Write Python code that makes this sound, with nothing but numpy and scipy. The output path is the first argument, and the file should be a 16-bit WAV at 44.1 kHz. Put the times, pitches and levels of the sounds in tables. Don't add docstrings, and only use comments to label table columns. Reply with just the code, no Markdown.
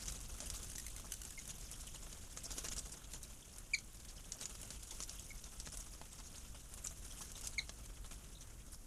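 import sys
import numpy as np
from scipy import signal
from scipy.fft import rfft, irfft
from scipy.io import wavfile
from scipy.ndimage import uniform_filter1d

SR = 44100
rng = np.random.default_rng(int(sys.argv[2]) if len(sys.argv) > 2 else 0)


def wav_record(signal):
    frames = np.transpose(np.atleast_2d(signal))
    bounded = np.clip(frames, -1, 1)
    quanta = np.round(bounded * 32767).astype(np.int16)
    wavfile.write(sys.argv[1], SR, quanta)


N = 390726
TIME = np.arange(N) / SR
# frequency_hz, density_db
NEAR_WING = [(40, -18), (150, 0), (430, -10), (620, -6), (850, -8.5), (1300, -7), (1900, -12), (3100, -7.5),
             (4400, -7), (6500, 2), (8000, -2), (10000, -5), (12000, -13.5), (15300, -34)]


def passes(crinkle_db=2.7, patchy_db=4.5, crest=.36, uneven_db=.6, beats_each_side=4):
    # nearest_s, wingbeats_per_s, time_to_3_db_down_s, stroke_s, level_db, puff_db, edge_db
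    close_bats = [(0.021, 14.1, 0.05, 0.052, -51.0, 0.0, -1.0), (0.083, 11, 0.05, 0.04, -55.0, 5.5, 1.0),
                  (0.43, 11, 0.04, 0.05, -54.0, 6.0, -1.5), (0.556, 12.5, 0.03, 0.052, -49.0, -2.0, 3.5),
                  (1.058, 14.5, 0.05, 0.052, -56.5, 4.5, 0.0), (1.506, 8.7, 0.05, 0.04, -46.5, -5.0, -9.0),
                  (1.728, 12, 0.04, 0.028, -52.5, -3.5, -1.5), (1.957, 13.1, 0.12, 0.042, -59.0, 4.5, 2.5),
                  (2.462, 13, 0.04, 0.028, -49.0, -2.5, -10.0), (2.656, 14.5, 0.12, 0.038, -47.0, 0.0, 0.5),
                  (2.775, 9.9, 0.05, 0.026, -52.0, 6.5, 1.5),
                  (3.146, 10.3, 0.02, 0.028, -46.5, -4.5, -10.0), (4.1, 12, 0.03, 0.04, -57.0, -7.5, -7.0),
                  (4.428, 12.1, 0.03, 0.052, -52.5, 6.5, -2.0), (4.93, 10.9, 0.12, 0.033, -54.0, 0.0, -3.5),
                  (5.025, 14, 0.04, 0.04, -54.5, -1.0, 0.5), (5.737, 14.5, 0.05, 0.04, -51.5, 1.5, 2.0),
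                  (6.203, 14.1, 0.05, 0.052, -57.0, 5.0, -8.0),
                  (6.369, 8.5, 0.05, 0.052, -55.0, -1.5, -3.5), (6.555, 11, 0.03, 0.025, -58.5, 9.0, 0.0),
                  (6.856, 14.5, 0.03, 0.042, -56.5, 6.5, 10.0), (7.056, 13, 0.03, 0.03, -59.5, 5.5, 9.5),
                  (7.19, 14.5, 0.05, 0.042, -59.0, 2.0, 4.5), (7.228, 11.9, 0.03, 0.052, -58.5, 2.5, 7.0),
                  (7.455, 12.1, 0.05, 0.052, -50.5, 0.0, -3.5),
                  (8.128, 14.1, 0.05, 0.052, -65.0, 12.0, 9.0),
                  (8.421, 11.1, 0.03, 0.033, -55.5, -1.5, -2.0),
                  (8.741, 13.1, 0.015, 0.052, -61.0, 1.0, 8.5)]
    power = np.zeros((3, N))
    beats = np.arange(-beats_each_side, beats_each_side + 1)
    for nearest_s, rate, near_s, stroke_s, *levels in close_bats:
        progress = np.linspace(0, 1, int(stroke_s * SR))
        arch = np.sin(np.interp(progress, [0, crest, 1], [0, np.pi / 2, np.pi]))
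        stroke = band_gains(*levels)[:, None] * unit(abs(arch) ** 1.1)
        for offset_s, effort in zip(beats / rate, rng.standard_normal(len(beats))):
            distance = np.hypot(1, offset_s / near_s)
            if nearest_s + offset_s > 0:
                swell = stroke * amp(uneven_db * effort) / distance
                add(power, nearest_s + offset_s - stroke_s / 2, swell ** 2)
    air = unit(rng.standard_normal(N) * amp(crinkle_db * wander(300)))
    return dapple(wing_tone(np.sqrt(power) * air, NEAR_WING), patchy_db)


def snaps(gain_db=-1.0, colour_spread_db=7.0, soft_count=45):
    # start_s, level_db, puff_db, edge_db
    close_snaps = [(0.0827, -44, 3, -8), (0.1211, -44.5, -7, 0), (0.403, -43, 2, -10),
                   (0.5008, -40, -6, 0.5), (0.758, -45, -20, -10), (2.1274, -47, -1.5, -4),
                   (2.3725, -45.5, 5, -7), (2.5056, -47, 3, -7), (2.5155, -43.5, -12, -3),
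                   (2.5816, -42, 1, -3), (2.6845, -40, -2, -20), (2.7655, -49.5, 3, -3),
                   (2.7908, -41, -14, -12), (3.1355, -45, 1, -5), (3.7862, -45, -10, -24),
                   (4.32, -37, -15, -15), (4.4106, -43, -1, -10), (4.4553, -39.5, -9, -15),
                   (4.704, -44.5, 2, -3), (4.9087, -45.5, -10, -13), (5.003, -42, 0.5, -10),
                   (5.025, -44, -13, -5), (5.035, -43.5, -15, -10), (5.094, -42.5, -7.5, -10),
                   (5.1941, -48, -7, 1), (5.44, -48, -10, -10), (5.6, -42.5, -9, -4),
                   (5.672, -47.5, 9, -12), (6.014, -64, 24, 13), (6.8702, -39.5, -12, -5),
                   (7.4716, -37.5, -20, -0.5), (7.6929, -42.5, 1.5, -26), (8.044, -66, 21, 0),
                   (8.111, -59, 19, -3)]
    when, size, puff, edge = rng.random((soft_count, 4)).T
    when = when * N / SR
    soft_db = throng(when)[0] + 3.0 + 4.5 * size
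    puff_db = -1.0 + colour_spread_db * (2 * puff - 1)
    edge_db = 3.0 + colour_spread_db * (2 * edge - 1)
    bands = np.zeros((3, N))
    for start_s, *levels in close_snaps + list(zip(when, soft_db, puff_db, edge_db)):
        add(bands, start_s + .0005, band_gains(*levels)[:, None] * crack(spike=1.36))
    return amp(gain_db) * wing_tone(bands, NEAR_WING)


def squeaks(harmonics=4):
    # start_s, length_s, first_pitch_hz, last_pitch_hz, level_db, overtones_db, end_jitter_ratio
    cries = [(3.7336, 0.0181, 2450, 1970, -33, 5.0, .09), (7.5798, 0.0163, 2282, 1930, -36, -0.5, .06),
             (5.303, 0.021, 2290, 1950, -54.5, -22, .15), (1.375, 0.019, 2200, 1900, -54.5, -20, .15)]
    # centre_hz, width_hz, gain_db
    resonances = [(2325, 320, 5), (4000, 460, 3), (6630, 1600, -9.5), (8800, 1200, -22)]
    out = np.zeros(N)
    for start_s, length_s, first_hz, last_hz, db, overtones_db, rasp in cries:
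        progress = np.linspace(0, 1, int(length_s * SR))
        pitch = first_hz + (last_hz - first_hz) * (2 * progress + progress ** 5) / 3
        jitter = (.005 + rasp * progress ** 4) * wander(1200)[:len(progress)]
        phase = 2 * np.pi * np.cumsum(pitch * (1 + jitter)) / SR
        cry = 0
        for k in range(1, harmonics + 1):
            throat = sum(amp(gain_db) / (1 + (2 * (k * pitch - hz) / width) ** 2)
                         for hz, width, gain_db in resonances)
            cry = cry + throat * amp(overtones_db * (k > 1)) * np.sin(k * phase)
        add(out, start_s, amp(db) * unit(cry * signal.windows.tukey(len(progress), .4)))
    return out


def clicks(gain_db=-1.0, echo_s=.0165, echo_db=-5.5, fall=.12, length_s=0.0075, harmonics=8):
    # start_s, pitch_hz, level_db
    calls = [(0.6306, 1566, -52.5), (0.7162, 1594, -51), (0.781, 1913, -43.5), (0.8642, 2100, -45),
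             (0.9628, 2120, -48), (1.1199, 1562, -40.5), (1.216, 1490, -48), (1.3052, 1720, -51)]
    # frequency_hz, gain_db
    spectrum = [(500, -33), (1200, -11), (1800, -3.5), (3000, -5), (4500, -5.5), (7000, 3), (10000, -0.5),
                (13000, -7.5), (15300, -21)]
    out, t = np.zeros(N), np.arange(int(length_s * SR)) / SR
    for start_s, hz, db in calls:
        phase = 2 * np.pi * np.cumsum(hz * (1 + fall * (.3 - t / length_s))) / SR
        for delay_s, path_db, decay_s in ((0, 0, .0017), (echo_s, echo_db, .0024)):
            stack = unit(sum(np.sin(k * phase + 2 * np.pi * rng.random()) for k in range(1, harmonics + 1)))
            call = (stack + rng.standard_normal(len(t))) * t * np.exp(-t / decay_s)
            add(out, start_s + delay_s, amp(db + path_db) * unit(call))
    return amp(gain_db) * colour(out, spectrum)


def ticks(gain_db=1.5, body_db=-13.0, low_db=-15.0):
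    # start_s, level_db
    sonar = [(1.4765, -41.5), (1.714, -43), (1.809, -45), (1.872, -46), (3.2307, -43), (3.584, -44),
             (4.615, -44), (4.8314, -45), (5.7723, -39), (6.739, -43)]
    bands = np.zeros((3, N))
    for start_s, db in sonar:
        add(bands, start_s, amp([db + low_db, db + body_db, db])[:, None] * crack(spike=1.4))
    return amp(gain_db) * wing_tone(bands, NEAR_WING)


def flock(gain_db=-1.2, puff_db=7.5, edge_db=2.2, flap_db=2.0, surge_db=1.0, turn_db=1.2):
    # frequency_hz, density_db
    far_wing = [(40, -10.5), (170, -1.5), (420, -8), (620, -8), (850, -12), (1400, -8.5), (1900, -13.5),
                (3200, -9.5), (4500, -14.5), (6500, -6.5), (8000, -11), (9700, -10), (12000, -17),
                (15300, -38)]
    rustle, puffs = throng(TIME)
    gains = amp([puffs + puff_db, rustle, rustle + edge_db])
    rush = unit(rng.standard_normal(N) * amp(flap_db * wander(55) + surge_db * wander(6)))
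    turning = amp(turn_db * np.array([wander(50) for _ in gains]))
    flutter = dapple(wing_tone(gains * turning * rush, far_wing), depth_db=2.5)
    return amp(gain_db) * flutter + crackle(gains[1])


def throng(times_s):
    # time_s, rustle_db, puff_db
    levels = [(0, -54, -61.5), (.2, -56.5, -62), (.6, -55, -65), (.8, -57.5, -67.5), (1.45, -57.5, -67),
              (2.25, -60, -68), (2.6, -56, -63), (2.95, -61, -67), (3.55, -61.5, -68), (3.95, -62, -68.5),
              (4.85, -56.5, -65.5), (5.5, -59.5, -68.5), (5.8, -59, -67), (6.7, -62, -69.5),
              (7.3, -59.5, -66.5), (7.85, -63, -68.5), (8.6, -68, -71.5), (8.86, -65, -71)]
    when, *columns = np.transpose(levels)
    return [np.interp(times_s, when, column) for column in columns]


def crackle(rustle_gain, gain_db=-7.0, per_s=120, spread_db=5.0, decay_s=.0022, band_count=10):
    out = np.zeros(N)
    for hz in np.geomspace(5500, 11500, band_count):
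        sizes = amp(spread_db * np.minimum(rng.exponential(1, N), 2))
        flicks = sizes * (rng.random(N) < per_s / band_count / SR)
        dying = signal.lfilter([1], [1, -np.exp(-1 / (decay_s * SR))], flicks)
        band = signal.butter(2, [hz * .87, hz * 1.13], "bandpass", fs=SR)
        out += signal.lfilter(*band, dying * rng.standard_normal(N)) / hz
    return amp(gain_db) * rustle_gain * unit(out)


def pips(length_s=0.0063, fall=0.29, roost_db=-13.5, roost_hz=3130, spread_db=9.0, faint_count=1000):
    # centre_s, pitch_hz, level_db
    clear_pips = [(1.741, 3180, -56.5), (1.878, 3090, -55), (1.959, 3000, -55), (3.427, 3260, -60),
                  (4.182, 3050, -60), (4.245, 3300, -61), (4.909, 3460, -54), (5.189, 3250, -56.5),
                  (7.114, 3280, -57), (7.356, 3650, -56), (8.354, 3800, -60), (8.373, 3840, -61)]
    out, progress = np.zeros(N), np.linspace(0, 1, int(length_s * SR))
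    when, pitch, far = rng.random((faint_count, 3)).T
    when = when * N / SR
    faint_db = throng(when)[0] + roost_db - spread_db * far
    faint_pips = zip(when, roost_hz * (.8 + .4 * pitch), faint_db)
    for centre_s, hz, db in clear_pips + list(faint_pips):
        chirp = np.sin(2 * np.pi * np.cumsum(hz * (1 + fall * (.5 - progress))) / SR)
        add(out, centre_s - length_s / 2, amp(db) * unit(chirp * np.sin(np.pi * progress)))
    return out


def walls(x):
    # delay_s, gain
    echoes = [(.0047, 0.24), (.0098, -0.13), (0.0236, 0.043)]
    out = np.zeros(N)
    for delay_s, gain in echoes:
        add(out, delay_s, gain * x)
    return out


def cave(x, size=16000, spacing=16):
    # frequency_hz, t60_s
    ring = [(200, 0.27), (2200, .12), (6500, 0.15), (14000, 0.27)]
    taps = np.zeros(size)
    slots = np.arange(SR // 300, size - spacing, spacing)
    taps[slots + rng.integers(0, spacing, len(slots))] = rng.choice([-1, 1], len(slots))
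    hz, t, frames = signal.stft(taps, SR, nperseg=256)
    tail = signal.istft(frames * amp(-60 * t / read(ring, hz)[:, None]), SR)[1]
    return signal.oaconvolve(x, tail / np.linalg.norm(tail))[:N]


def draught():
    # time_s, level_db
    levels = [(0, -51.5), (.6, -51), (1.3, -54), (2.2, -53.5), (2.7, -52), (3.2, -55), (4.3, -55.5),
              (4.8, -53.5), (6.6, -54.5), (7.4, -53), (8.1, -54), (8.86, -54.5)]
    # frequency_hz, density_db
    spectrum = [(15, -7), (28, -1), (48, -0.5), (80, -11), (160, -17.5), (400, -29.5), (1000, -43.5),
                (4000, -83)]
    rumble = unit(colour(rng.standard_normal(N), spectrum))
    return rumble * amp(np.interp(TIME, *np.transpose(levels)))


def microphone_hiss(level_db=-66.0):
    # frequency_hz, density_db
    spectrum = [(200, 2), (1000, -1), (2000, -7.5), (3500, -11), (4800, -7), (6500, 1.5), (9500, 0),
                (12000, -4), (13500, -14.5), (15300, -14)]
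    return amp(level_db) * colour(rng.standard_normal(N), spectrum)


def band_gains(db, puff_db, edge_db):
    return amp([db + puff_db, db, db + edge_db])


def wing_tone(bands, spectrum):
    anchors_hz = [1400, 6000, 12500]
    hz = np.fft.rfftfreq(N, 1 / SR)
    shares = np.array([read(list(zip(anchors_hz, row)), hz) for row in np.eye(len(bands))])
    return colour(irfft((rfft(bands) * shares).sum(0), N), spectrum)


def dapple(x, depth_db):
    frames = signal.stft(x, nperseg=256)[2]
    across_pitch = uniform_filter1d(rng.standard_normal(frames.shape), size=6, axis=0)
    patches = unit(uniform_filter1d(across_pitch, size=4, axis=1))
    return signal.istft(frames * unit(amp(depth_db * patches)))[1][:N]


def crack(spike, decay_s=0.004, span_s=0.0075, size=900):
    burst = rng.standard_normal(size) * np.exp(-np.arange(size) / SR / decay_s)
    burst[0] += spike
    return burst / np.linalg.norm(burst) * np.sqrt(span_s * SR)


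def colour(x, spectrum, size=8192):
    hz = abs(np.fft.fftfreq(size, 1 / SR))
    log_gain = np.log(amp(read(spectrum, hz)))
    taps = np.fft.ifft(np.exp(np.conj(signal.hilbert(log_gain)))).real[:size // 2]
    return signal.oaconvolve(x, taps / np.linalg.norm(taps))[:N]


def wander(rate_hz):
    hz = np.fft.rfftfreq(N, 1 / SR)
    return unit(irfft(rfft(rng.standard_normal(N)) * np.exp(-(hz / rate_hz) ** 2), N))


def read(points, hz):
    points_hz, values = np.transpose(points)
    return np.interp(np.log(hz + 1), np.log(points_hz + 1), values)


def add(mix, start_s, sound):
    part = mix[..., max(round(start_s * SR), 0):][..., :sound.shape[-1]]
    part += sound[..., :part.shape[-1]]


def amp(db):
    return 10 ** (np.asarray(db) / 20)


def unit(x):
    return x / np.sqrt(np.mean(x ** 2) + 1e-20)


def scene(near_room_db=-11.5, squeak_room_db=-7.5, roost_room_db=-5.0):
    near = passes() + snaps() + ticks() + clicks()
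    cries, roost = squeaks(), pips()
    room = cave(amp(near_room_db) * near + amp(squeak_room_db) * cries + amp(roost_room_db) * roost)
    direct = near + cries + roost
    return (direct + walls(direct) + room + flock() + draught() + microphone_hiss())[None]


def record(dry, cutoff_hz=15600):
    taps = signal.firwin(511, cutoff_hz, window=("kaiser", 9), fs=SR)
    return signal.oaconvolve(dry, taps[None], "same")


dry = scene()
out = record(dry)
wav_record(out)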